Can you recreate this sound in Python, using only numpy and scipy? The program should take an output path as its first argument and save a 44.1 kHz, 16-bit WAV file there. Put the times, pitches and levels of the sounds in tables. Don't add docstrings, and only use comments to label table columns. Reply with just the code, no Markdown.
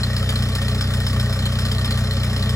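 import sys
import numpy as np
from scipy import signal
from scipy.fft import rfft, irfft
from scipy.io import wavfile
from scipy.ndimage import uniform_filter1d

SR = 44100
rng = np.random.default_rng(int(sys.argv[2]) if len(sys.argv) > 2 else 0)


def digitize_waveform(pressure):
    field = np.atleast_2d(pressure).T
    bounded = np.clip(field, -1, 1)
    quanta = np.round(bounded * 32767).astype(np.int16)
    wavfile.write(sys.argv[1], SR, quanta)


def gain_from_db(level_db):
    decades = np.asarray(level_db, float) / 20
    return 10 ** decades


N = 112455
LEAD = SR // 2
KNOCK_TURN = 0.99
RISE_S = 0.0007

KNOCK_BY_CYL_DB = [-8, 0, -8.5, -6]


def firings(at_turn):
    # (time [s], rate [firings per s])
    idle_speed = [(0.101, 30.52), (0.224, 31.42), (0.415, 30.43), (0.518, 31.54), (0.671, 30.38),
                  (0.822, 31.73), (0.947, 30.65), (1.07, 31.56), (1.222, 29.82), (1.342, 31.47),
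                  (1.5, 30.38), (1.63, 31.06), (1.89, 31.03), (1.994, 30.42), (2.115, 31.59),
                  (2.255, 30.28), (2.39, 31.64), (2.473, 30.28)]
    t = np.arange(-LEAD, N) / SR
    turns = np.cumsum(np.interp(t, *np.transpose(idle_speed))) / SR
    count = np.arange(-12, 79)
    times = np.interp(count + at_turn, turns - turns[LEAD], t)
    return times, count % 4


def train(times, gains):
    out = np.zeros(N + LEAD)
    at = np.round(times * SR).astype(int) + LEAD
    np.add.at(out, np.clip(at, 0, len(out) - 1), gains)
    return out


def exhaust():
    # (frequency [Hz], width [Hz], level [dB], sign)
    pipe_modes = [(40, 7, -24.5, -1), (62.5, 2.8, -45, 1), (93.2, 52.8, -6.9, 1), (116.5, 13.2, -11.9, -1),
                  (180.9, 6.7, -38.2, 1), (209.9, 16.3, -22.8, -1), (249.6, 9.9, -44, -1)]
    puff_by_cyl = [0.74, -0.45, .3, -0.018]
    late_by_cyl = [.0001, -.0001, .0002, -.0002]
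    puff_db, scatter_db, jitter_s, top_hz = 0.37, 0.77, 0.00014, 340
    times, cyl = firings(at_turn=0.21)
    size = gain_from_db(puff_db + np.array(puff_by_cyl)[cyl] + scatter_db * rng.standard_normal(len(times)))
    late = np.array(late_by_cyl)[cyl] + jitter_s * rng.standard_normal(len(times))
    t = np.arange(SR) / SR
    ring = np.zeros(SR)
    for hz, width, db, sign in pipe_modes:
        ring += sign * gain_from_db(db) * np.exp(-np.pi * width * t) * np.sin(2 * np.pi * hz * t)
    out = signal.fftconvolve(train(times + late, size), ring)
    soften = signal.butter(3, top_hz, fs=SR, output="sos")
    return signal.sosfiltfilt(soften, out)[LEAD:][:N]


def knock_noise(by_cyl_db, rest_db, fade_s, scatter_db, hard_column=0, strike=0):
    # (time [s], wide clatter [dB], 4.2 kHz ring [dB], 5.2 kHz ring [dB])
    hard_knocks = [(0.0328, -25.5, -30, -23), (0.165, -26, -33.5, -21), (0.2264, -29.5, -65, -43),
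                   (0.2912, -21.5, -41, -46), (0.3566, -26, -31, -24), (0.4234, -26.5, -38, -24),
                   (0.5511, -25, -32.5, -26), (0.6165, -26.5, -36.5, -52), (0.6818, -26.5, -35, -32),
                   (0.8096, -24.5, -36.5, -17), (0.9368, -25.5, -50, -23), (1.0021, -27.5, -41, -25),
                   (1.066, -25, -37, -20), (1.1972, -25.5, -40, -21), (1.2594, -32, -38, -54),
                   (1.3264, -27, -40, -23), (1.3902, -29.5, -33.5, -29), (1.4551, -24.5, -30.5, -39),
                   (1.5878, -24.5, -43, -19.5), (1.6511, -25, -35, -25), (1.715, -25, -43, -19),
                   (1.7828, -28.5, -31, -37), (1.8452, -24.5, -40, -21), (1.9076, -23, -34, -36),
                   (1.9749, -25.5, -36, -32), (2.1096, -27.5, -30, -26), (2.2333, -25.5, -49, -23),
                   (2.363, -28, -36, -22.5), (2.4244, -27.5, -33.5, -61), (2.4927, -25.5, -41, -21)]
    rebound_s, rebound_db, hard_scatter = 0.0115, -7, 0.3
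    times, cyl = firings(KNOCK_TURN)
    luck = np.clip(rng.standard_normal((len(times), 3)), -2, 1.5)
    base_db = np.roll(by_cyl_db, -1)[cyl]
    spread_db = np.full(len(times), float(scatter_db))
    if hard_column:
        hard = np.array(hard_knocks)
        nearest = abs(times[:, None] - hard[:, 0]).argmin(0)
        times[nearest] = hard[:, 0] - RISE_S
        base_db[nearest] = hard[:, hard_column] - np.median(hard[:, hard_column])
        spread_db[nearest] = hard_scatter * scatter_db
    hits = train(times, gain_from_db(base_db + spread_db * luck[:, 0]))
    rebound_times = times + rebound_s * (1 + 0.36 * luck[:, 2])
    hits += train(rebound_times, gain_from_db(base_db + rebound_db + scatter_db * luck[:, 1]))
    t = np.arange(SR // 10) / SR
    shape = (1 - np.exp(-t / RISE_S)) * np.exp(-t / fade_s)
    loudness = gain_from_db(rest_db) + signal.oaconvolve(hits, shape)[LEAD:][:N]
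    x = loudness * rng.standard_normal(N) + strike * hits[LEAD:]
    return x / x.std()


def resonate(x, hz, width):
    r = np.exp(-np.pi * width / SR)
    y = signal.lfilter([1, 0, -1], [1, -2 * r * np.cos(2 * np.pi * hz / SR), r * r], x)
    return y / y.std()


def block_rings():
    # (frequency [Hz], width [Hz], rms level [dB])
    ring_modes = [(3150, 54, -40), (3220, 170, -45.5), (4128, 64, -47), (4156, 50, -40.5),
                  (3560, 150, -40.5), (4763, 88, -45.5), (5235, 50, -41.5), (5186, 48, -51)]
    ring_columns = (1, 1, 2, 2, 1, 1, 3, 3)
    out = np.zeros(N)
    for (hz, width, db), column in zip(ring_modes, ring_columns):
        blows = knock_noise(KNOCK_BY_CYL_DB, rest_db=-20, fade_s=0.0037, scatter_db=3.5,
                            hard_column=column, strike=9)
        softened = resonate(resonate(blows, hz, width), hz, 450)
        out += gain_from_db(db) * softened
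    return out


def clatter():
    # (frequency [Hz], density [dB per Hz])
    clatter_spectrum = [(700, -80), (1500, -71), (2600, -77.5), (3300, -73), (5800, -83.5), (8000, -76),
                        (11000, -82), (15500, -90)]
    blows = knock_noise(KNOCK_BY_CYL_DB, rest_db=-27, fade_s=0.0096, scatter_db=1.8, hard_column=1)
    return coloured(blows, clatter_spectrum)


def panels():
    # (frequency [Hz], width [Hz], rms level [dB])
    panel_modes = [(199.6, 7.3, -40.5), (229, 12, -41.5), (420.6, 13.7, -46.5), (441.5, 10, -46),
                   (549.5, 21, -43.5), (650.6, 26, -44.5), (828, 37, -51.5), (1118, 17, -49),
                   (1176, 30, -45.5), (1316, 120, -43), (1524, 70, -47.5), (1848, 62, -42)]
    shake_by_cyl = [0.069, -1.1, 0.6, 0.61]
    out = np.zeros(N)
    for hz, width, db in panel_modes:
        shaking = knock_noise(shake_by_cyl, rest_db=-5, fade_s=0.0068, scatter_db=4)
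        out += gain_from_db(db) * resonate(shaking, hz, width)
    return out


def belt_whine():
    return gain_from_db(-50) * resonate(rng.standard_normal(N), hz=3598, width=30)


def rush():
    # (frequency [Hz], density [dB per Hz])
    rush_spectrum = [(25, -81), (110, -72.5), (260, -66.5), (900, -81), (1500, -81.5), (2600, -74.5),
                     (5800, -81), (15500, -90.5)]
    return coloured(rng.standard_normal(N), rush_spectrum)


def coloured(x, points):
    hz = np.fft.rfftfreq(N, 1 / SR)
    return irfft(rfft(x) * gain_from_db(read(points, hz)) * np.sqrt(SR / 2), N)


def read(points, hz):
    f, value = np.transpose(points)
    return np.interp(np.log(hz + 1), np.log(f + 1), value)


def two_ports(x):
    # (frequency [Hz], left lead [rad])
    port_phase = [(0, 0), (2100, .4), (3220, 3.1), (5500, 5.8), (7000, 5.9), (8900, 3.2), (11300, .01),
                  (15800, -6.3)]
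    # (frequency [Hz], left over right [dB])
    port_balance = [(60, .6), (150, .9), (380, 2), (700, 3.1), (1300, 2.5), (2400, 1.4), (4400, 0),
                    (15000, 0)]
    # (frequency [Hz], likeness [0-1])
    port_same = [(200, 1), (500, .88), (1500, .9), (2200, .6), (3100, .95), (5800, .6), (8000, .93),
                 (15000, .9)]
    t = np.arange(4096) / SR
    bounce = rng.standard_normal(len(t)) * np.exp(-t / 0.025)
    bounced = signal.oaconvolve(x, bounce / np.linalg.norm(bounce))[:N]
    hz = np.fft.rfftfreq(N, 1 / SR)
    same = np.clip(read(port_same, hz), 0, 1)
    tilt = gain_from_db(read(port_balance, hz) / 2)
    turn = np.exp(-1j * np.interp(hz, *np.transpose(port_phase)))
    direct = rfft(x)
    right = (same * direct * turn + np.sqrt(1 - same ** 2) * rfft(bounced)) / tilt
    return np.array([irfft(direct * tilt, N), irfft(right, N)])


def scene():
    engine = exhaust() + block_rings() + clatter() + panels() + belt_whine() + rush()
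    return two_ports(engine)


def top_cut(x):
    return signal.sosfilt(signal.butter(12, 17050, fs=SR, output="sos"), x)


def record(dry):
    mask_from_hz, mask_db, quiet_db = 7000, -6, -71.5
    low_cut_hz, edge_hz = 14, 15830
    hz, _, z = signal.stft([dry[0] + dry[1], dry[0] - dry[1]], SR, nperseg=2048)
    hz = hz[:1024]
    bands = abs(z[:, :1024].reshape(2, 64, 16, -1)) ** 2
    power = bands.mean(2)
    louder = uniform_filter1d(power.max(0), size=3, axis=0)
    mask = np.maximum(louder * gain_from_db(2 * mask_db), gain_from_db(2 * quiet_db))
    keep = np.repeat(power > mask, 16, 1) | (hz[:, None] < mask_from_hz)
    in_band = (hz > low_cut_hz) & (hz < edge_hz)
    z[:, :1024] *= keep * in_band[:, None]
    mid, side = signal.istft(z, SR, nperseg=2048)[1][:, :N] / 2
    return top_cut(np.array([mid + side, mid - side]))


dry = scene()
out = record(dry)
digitize_waveform(out)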